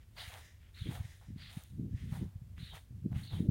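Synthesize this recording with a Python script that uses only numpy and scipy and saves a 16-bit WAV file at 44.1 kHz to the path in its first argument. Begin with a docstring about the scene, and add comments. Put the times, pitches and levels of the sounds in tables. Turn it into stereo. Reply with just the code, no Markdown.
"""Slow steps on a lawn

Someone walks six slow steps over a garden lawn, holding the microphone. In each stride the
trouser legs brush with a zipping swish, and the shoe sweeps the grass and presses the turf flat.
Light gusts buffet the microphone's openings, mostly the right one, over a very quiet garden."""
import sys
import numpy as np
from scipy import signal
from scipy.fft import rfft, irfft
from scipy.io import wavfile
from scipy.ndimage import uniform_filter1d

SR = 44100
rng = np.random.default_rng(int(sys.argv[2]) if len(sys.argv) > 2 else 0)


def put_to_file(sound):
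    """Save the sound as 16-bit audio at rate SR, in the file named by the first command-line argument."""
    columns = np.atleast_2d(sound).T  # one column per channel
    safe = np.clip(columns, -1, 1)
    whole_steps = np.round(safe * 32767)
    wavfile.write(sys.argv[1], SR, whole_steps.astype(np.int16))


N = 154350
T = np.arange(N) / SR
HZ = np.maximum(np.fft.rfftfreq(N, 1 / SR), 1)


def from_db(db):
    """Turn decibels into a gain."""
    return 10 ** (np.asarray(db) / 20)


def unit_power(x):
    """Scale a signal to an average power of 1."""
    return x / np.sqrt(np.mean(x ** 2) + 1e-20)


def stereo(pan_db):
    """Left and right gains; pan_db is how much louder the left is."""
    gains = from_db(np.atleast_1d(pan_db) * np.array([[.5], [-.5]]))
    return gains / np.sqrt(np.mean(gains ** 2, axis=0))


def drift(rate_hz):
    """A smooth random wobble, about 1 in size."""
    return unit_power(irfft(rfft(rng.standard_normal(N)) / (1 + (HZ / rate_hz) ** 2), N))


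def envelope(full_s, rise_s, hold_s, fade_s):
    """Swell to full level at full_s, hold, then die away."""
    return np.exp(-(np.minimum(T - full_s, 0) / rise_s) ** 2 - np.maximum(T - full_s - hold_s, 0) / fade_s)


def contacts(per_s, spread_db):
    """Tiny random clicks of unequal size."""
    clicks = (rng.random(N) < per_s / SR) * rng.choice([-1, 1], N)
    return unit_power(clicks * from_db(spread_db * np.minimum(rng.exponential(1, N), 4)))


def shape_tone(noises, tone, left_delay_s=.079e-3):
    """Shape three noises (shared, left, right) into stereo; likeness is the shared part, 0 to 1."""
    hz, *columns = np.transpose(tone)
    db, pan, likeness = [np.interp(np.log(HZ), np.log(hz), c) for c in columns]
    spectra = rfft(np.array(noises))
    pair = np.sqrt(likeness) * spectra[0] + np.sqrt(1 - likeness) * spectra[1:]
    pair *= from_db(db) * stereo(pan)
    pair[0] *= np.exp(-2j * np.pi * HZ * left_delay_s)
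    return unit_power(irfft(pair, N))


def friction(strokes, tone, per_s, spread_db, flutter_db, flutter_hz):
    """Rubbing is many tiny contacts; it flutters as they catch and let go."""
    level = np.sqrt(sum((from_db(db) * envelope(s, *shape)) ** 2 for s, db, *shape in strokes))
    texture = shape_tone([contacts(per_s, spread_db) for _ in range(3)], tone)
    flutter = unit_power(from_db(flutter_db * drift(flutter_hz)))
    return level * texture * flutter


# Tone of the background: frequency_hz, gain_db, pan_db, likeness
GARDEN_TONE = [(19, -21, 0, 0.46), (41.7, -5.5, -7.5, 0.4), (88, 1, 1, 0.9), (130, -14, 0, 0.44),
               (270, -27, 0.5, 0.9), (447, -34, 0, 1), (970, -38.5, -0.5, 0.17), (2000, -38.5, -4.5, 0.067),
               (3530, -41, -3.5, 0.24), (4700, -42.5, 2.5, 0.035), (15500, -45, 0, 0.13)]

def garden():
    """The still garden: a steady low rumble with a faint hiss."""
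    return from_db(-55.5) * shape_tone(rng.standard_normal((3, N)), GARDEN_TONE)


# Each rub: full_s, level_db, rise_s, hold_s, fade_s
CLOTH_RUBS = [(.02, -69, 0.029, 0.011, 0.012), (.178, -50, 0.01, 0.062, 0.038),
              (.33, -54.5, 0.12, 0.017, 0.053), (.63, -70, 0.027, 0.059, 0.024),
              (.79, -58.5, 0.039, .1, 0.14), (.93, -57.5, 0.06, 0.023, 0.028),
              (1.41, -58, 0.033, 0.1, 0.035), (1.57, -62, 0.029, 0.017, 0.06),
              (1.98, -62.5, 0.016, 0.052, 0.057), (2.14, -61.5, 0.057, 0.051, 0.037),
              (2.585, -60.5, 0.015, 0.095, 0.051), (2.75, -56.5, 0.012, 0.018, 0.022),
              (3.158, -57.5, 0.011, .055, 0.05), (3.33, -62.5, .04, 0.066, 0.036)]
# Its tone: frequency_hz, gain_db, pan_db, likeness
CLOTH_TONE = [(150, -30, -7, 0.78), (448, -15, 47, 0.23), (750, -12.5, -5, .8), (1020, -11, -6, 0.67),
              (1390, -1, -11, 0.27), (2020, 5, -14, 0.44), (2450, 1, -15, 1), (3370, 1.5, -15, 0.23),
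              (3890, -6, -22, 0.34), (4980, -11, 29, 0.1), (15100, -34, 0, 0.066)]

def cloth_rub():
    """Cloth and shoe rub with a broad, scuffing noise."""
    return friction(CLOTH_RUBS, CLOTH_TONE, per_s=7000, spread_db=4.5, flutter_db=1.52, flutter_hz=44)


# The legs pass each other: start_s, length_s, level_db, fade_db, pitch_hz, rasp_over_whistle_db
LEG_PASSES = [(.162, 0.065, -41.5, 7, 4760, 2.5), (.743, 0.14, -51.5, 0.5, 4236, -9.5),
              (1.377, 0.12, -51, 4, 4644, 1), (2.591, 0.13, -51, 2.5, 4220, -5),
              (3.234, .125, -46.5, 7, 4333, -9)]

def trouser_swish():
    """Patches of ribbed cloth whistle, sinking as the leg slows; many smaller ones blur into a rasp."""
    end_hz, left_delay_s, left_own_share = 3444, .094e-3, .86
    out = np.zeros((2, N))
    for start, length, db, fade_db, hz, rasp_db in LEG_PASSES:
        age = np.maximum(T - start, 0)
        progress = np.minimum(age / length, 1)
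        catch = 1 - .18 * np.exp(-age / .003)  # the pitch leaps up as the cloth catches
        glide = (hz + (end_hz - hz) * progress) * catch
        joined = np.clip(age / .02254 - 1, 0, 1)  # three patches swell in after the first
        whistle = np.zeros((2, N))
        for patch in range(4):
            wander = .12 * np.tanh(drift(31)) * (1 + joined) / 2
            pitch = glide * (1 + wander + .0297 * drift(857))
            phase = 2 * np.pi * np.cumsum(pitch) / SR
            patch_db = -1.5 - 9 * (1 - joined) if patch else 0
            gain = from_db(patch_db + .94 * drift(87))
            left_phase = phase - 2 * np.pi * pitch * left_delay_s + .63 * drift(38)
            whistle += gain * np.sin([left_phase, phase])
        whistle /= np.std(whistle[:, int(start * SR):])
        band = signal.butter(6, [2778, 1.057 * hz], "band", fs=SR, output="sos")
        right, own = signal.sosfilt(band, rng.standard_normal((2, N)))
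        delayed = np.interp(T - left_delay_s, T, right)
        left = np.sqrt(1 - left_own_share) * delayed + np.sqrt(left_own_share) * own
        rasp = unit_power(np.array([left, right]) * from_db(2 * drift(180))) * np.minimum(age / .045, 1)
        swish = (whistle + from_db(rasp_db) * rasp) / np.hypot(1, from_db(rasp_db))
        out += swish * from_db(db - fade_db * progress) * envelope(start + .005, .005, length, .033)
    return out


# Each press of the sole: full_s, level_db, rise_s, hold_s, fade_s
TURF_PRESSES = [(.178, -56.5, .014, .05, 0.033), (.35, -55, 0.054, 0.029, 0.025),
                (.92, -53, 0.023, 0.051, 0.041), (1.225, -66, 0.013, 0.0082, 0.023),
                (1.39, -75, .015, 0.021, 0.03), (1.555, -64.5, 0.057, 0.067, 0.018),
                (2.148, -52.5, 0.023, 0.012, 0.028), (2.25, -69.5, 0.089, 0.021, 0.069),
                (2.58, -84, 0.0089, 0.0086, 0.015), (2.745, -56.5, 0.024, .02, 0.019),
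                (3.126, -61.5, 0.015, 0.024, 0.081), (3.325, -57.5, 0.017, 0.034, 0.042)]
# Its tone: frequency_hz, gain_db, pan_db, likeness
TURF_TONE = [(200, -24, -31, 0.48), (425, -8.5, -10, .8), (600, -4, 2.5, 1), (774, 1.5, -4.5, 0.9),
             (946, -1, -3.5, 0.73), (1090, -5, -3, 0.52), (1570, -5, -12, 0.27), (2540, -16.5, -17, 0.61),
             (3970, -14.5, 1, 0.22), (5930, -23.5, 4, 0.3), (15000, -21.5, 0, 0.14)]

def turf_press():
    """The sole flattens the turf with a dull crunch."""
    return friction(TURF_PRESSES, TURF_TONE, per_s=3000, spread_db=0, flutter_db=1.55, flutter_hz=45)


# Each sweep through the grass: full_s, level_db, rise_s, hold_s, fade_s
GRASS_SWEEPS = [(.225, -53, 0.052, 0.055, 0.083), (.35, -58, 0.049, 0.042, 0.04),
                (.8, -61, 0.057, 0.12, 0.068), (.935, -53, 0.035, 0.026, 0.038),
                (1.03, -65, .05, 0.15, 0.062), (1.41, -65.5, 0.041, .07, .04),
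                (1.52, -56.5, .025, 0.057, 0.09), (2.0, -69, 0.015, 0.074, 0.05),
                (2.145, -57.5, 0.046, 0.03, 0.059), (2.61, -62.5, 0.036, 0.1, .04),
                (2.755, -55.5, .02, 0.017, 0.035), (3.19, -58, 0.038, 0.059, 0.057),
                (3.36, -58.5, 0.038, .025, 0.066)]
# Its tone: frequency_hz, gain_db, pan_db, likeness
GRASS_TONE = [(350, -24, 2, .7), (900, -34, -10, 0.26), (3680, 7.5, -13.5, 0.28), (5100, -5, 4, .4),
              (7000, 1.5, 3, 0.31), (7220, -4, 1, 0.19), (9350, 4, -8, 0.87), (11030, -5.5, -0.5, 0.11),
              (14900, -5.5, 11, .1), (16600, 2.5, 8, .2)]

def grass_sweep():
    """Blades of grass slide over the shoe with a bright hiss."""
    return friction(GRASS_SWEEPS, GRASS_TONE, per_s=18000, spread_db=7.5, flutter_db=.4, flutter_hz=20)


# Small swirls of air, and last a loud sharp click just before the end: middle_s, peak_db, rate_hz, pan_db
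AIR_SWIRLS = [(0.28, -35.5, 88, 26), (.822, -27.5, 89, -11), (0.869, -33, 269, -35), (.893, -23, 139, -36),
              (1.009, -24.5, 93, -37), (1.055, -30, 93, -34), (1.305, -32.5, 169, -32),
              (1.363, -29.5, 144, -33), (1.574, -25, 132, 20), (1.797, -26.5, 176, -30),
              (1.949, -22, 97, -36), (2.126, -24.5, 122, -31), (2.222, -23.5, 106, -36),
              (2.228, -20, 178, -42), (2.361, -30, 97, -30), (2.421, -32.5, 111, -25),
              (2.632, -29.5, 108, -18), (3.062, -19.5, 173, -32), (3.12, -20.5, 108, -31),
              (3.164, -20.5, 116, 14), (3.34, -23.5, 98, -5), (3.406, -15.5, 162, -36),
              (3.492, -8.5, 134, -50)]

def wind_thumps():
    """Each swirl thumps the microphone; a faster one is shorter and higher. The same shape gives the loud click
    at the very end."""
    width_cycles = .58
    out = np.zeros((2, N))
    for middle, db, hz, pan in AIR_SWIRLS:
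        cycles = (T - middle) * hz
        swell = 1 / np.cosh(np.clip(2 * cycles / width_cycles, -20, 20))
        wave = np.sin(2 * np.pi * cycles * .88 + rng.uniform(0, 2 * np.pi))
        thump = np.gradient(swell * wave)
        out += from_db(db) * stereo(pan) / np.sqrt(2) * thump / abs(thump).max()
    return out


# Stalks breaking: start_s, peak_db, pitch_hz
STALK_SNAPS = [(0.3399, -37.5, 3160), (0.356, -44.5, 1300), (1.637, -44, 12200), (2.58, -48, 1830),
               (3.129, -47.5, 1000)]

def stalk_snaps():
    """A stalk snaps with a very short burst of noise around its own pitch."""
    fade_s = .00064
    out = np.zeros(N)
    for start, db, hz in STALK_SNAPS:
        band = signal.butter(2, [hz / 2, hz * 1.4], "band", fs=SR, output="sos")
        burst = rng.standard_normal(N) * (T >= start) * np.exp(-abs(T - start) / fade_s)
        snap = signal.sosfilt(band, burst + 1e-18)
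        out += from_db(db) * snap / abs(snap).max()
    return out * stereo(pan_db=-3)


# Each swing of the leg: full_s, level_db, rise_s, hold_s, fade_s
LEG_SWINGS = [(.39, -60, 0.026, 0.081, 0.062), (1.06, -62, 0.057, 0.083, 0.034),
              (1.26, -68.5, 0.045, 0.034, 0.033), (1.98, -66.5, 0.059, 0.065, .05),
              (2.23, -68, 0.026, 0.012, 0.024)]
# Its tone: frequency_hz, gain_db, pan_db, likeness
SWING_TONE = [(300, -12, -1, 0.44), (574, -1.5, 1, 0.63), (900, -7.5, -9, 0.81), (1350, -7, -8, 0.32),
              (1860, 9, 0, .5), (2520, -1, -12, 0.44), (4050, 0.5, 7, 0.6), (4440, -14, 21, .2),
              (4830, 0, 14, .4), (6940, -3.5, 5, 0.11), (9600, -11, 0, 0.1), (15300, -17, 14, .1)]

def leg_rustle():
    """The leg swings on with a softer, hollow rustle."""
    return friction(LEG_SWINGS, SWING_TONE, per_s=9000, spread_db=2.5, flutter_db=.8, flutter_hz=90)


# Puffs of wind: full_s, level_db, rise_s, hold_s, fade_s, upper_edge_hz, pan_db
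WIND_GUSTS = [(0.829, -44, 0.026, 0.17, 0.047, 135, -18), (0.861, -40.5, 0.004, 0.056, 0.0067, 269, -22),
              (1.294, -43.5, 0.016, 0.035, 0.094, 161, -31), (1.745, -44.5, 0.033, 0.019, 0.047, 168, -22),
              (1.79, -36.5, 0.016, 0.063, 0.048, 213, -37), (1.926, -37.5, 0.015, 0.024, 0.019, 168, -29),
              (2.031, -38.5, 0.017, 0.23, 0.02, 157, -24), (2.215, -46, 0.0095, 0.026, 0.015, 333, -23),
              (2.466, -48, 0.068, 0.095, 0.016, 120, -11), (2.585, -42, 0.0083, 0.022, 0.037, 134, -30),
              (2.726, -45.5, 0.0059, 0.018, 0.013, 112, -3), (2.903, -45, 0.0052, 0.14, 0.0081, 157, -23),
              (3.053, -32.5, 0.0091, 0.01, 0.018, 233, -48), (3.116, -35, 0.013, 0.025, 0.1, 151, -1),
              (3.33, -36.5, 0.0098, 0.092, 0.017, 171, -9), (3.4, -37.5, 0.0066, 0.11, .03, 302, -33)]

def wind_gusts():
    """Churning air rumbles separately at each opening of the microphone."""
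    low_hz, top_hz, steadiness = 63, 660, .57
    limits = (1 + (low_hz / HZ) ** 6) * (1 + (HZ / top_hz) ** 10)
    out = np.zeros((2, N))
    for full, db, rise, hold, fade, edge_hz, pan in WIND_GUSTS:
        band = 1 / np.sqrt(limits * (1 + (HZ / edge_hz) ** 8.16))
        air = irfft(rfft(rng.standard_normal((2, N))) * band, N)
        power = abs(uniform_filter1d(air ** 2, size=1100)) + 1e-18
        air = unit_power(air / power ** (steadiness / 2))  # partly even out the loudness
        out += from_db(db) * stereo(pan) * air * envelope(full, rise, hold, fade)
    return out


def scene():
    """Add up the garden, the clothes, the steps and the wind."""
    return (garden() + cloth_rub() + trouser_swish() + turf_press() + grass_sweep()
            + wind_thumps() + stalk_snaps() + leg_rustle() + wind_gusts())


def record(dry):
    """Cut the highest treble off steeply."""
    cutoff_hz = 15900
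    return signal.sosfilt(signal.ellip(12, .1, 80, cutoff_hz, fs=SR, output="sos"), dry)


dry = scene()
out = record(dry)
put_to_file(out)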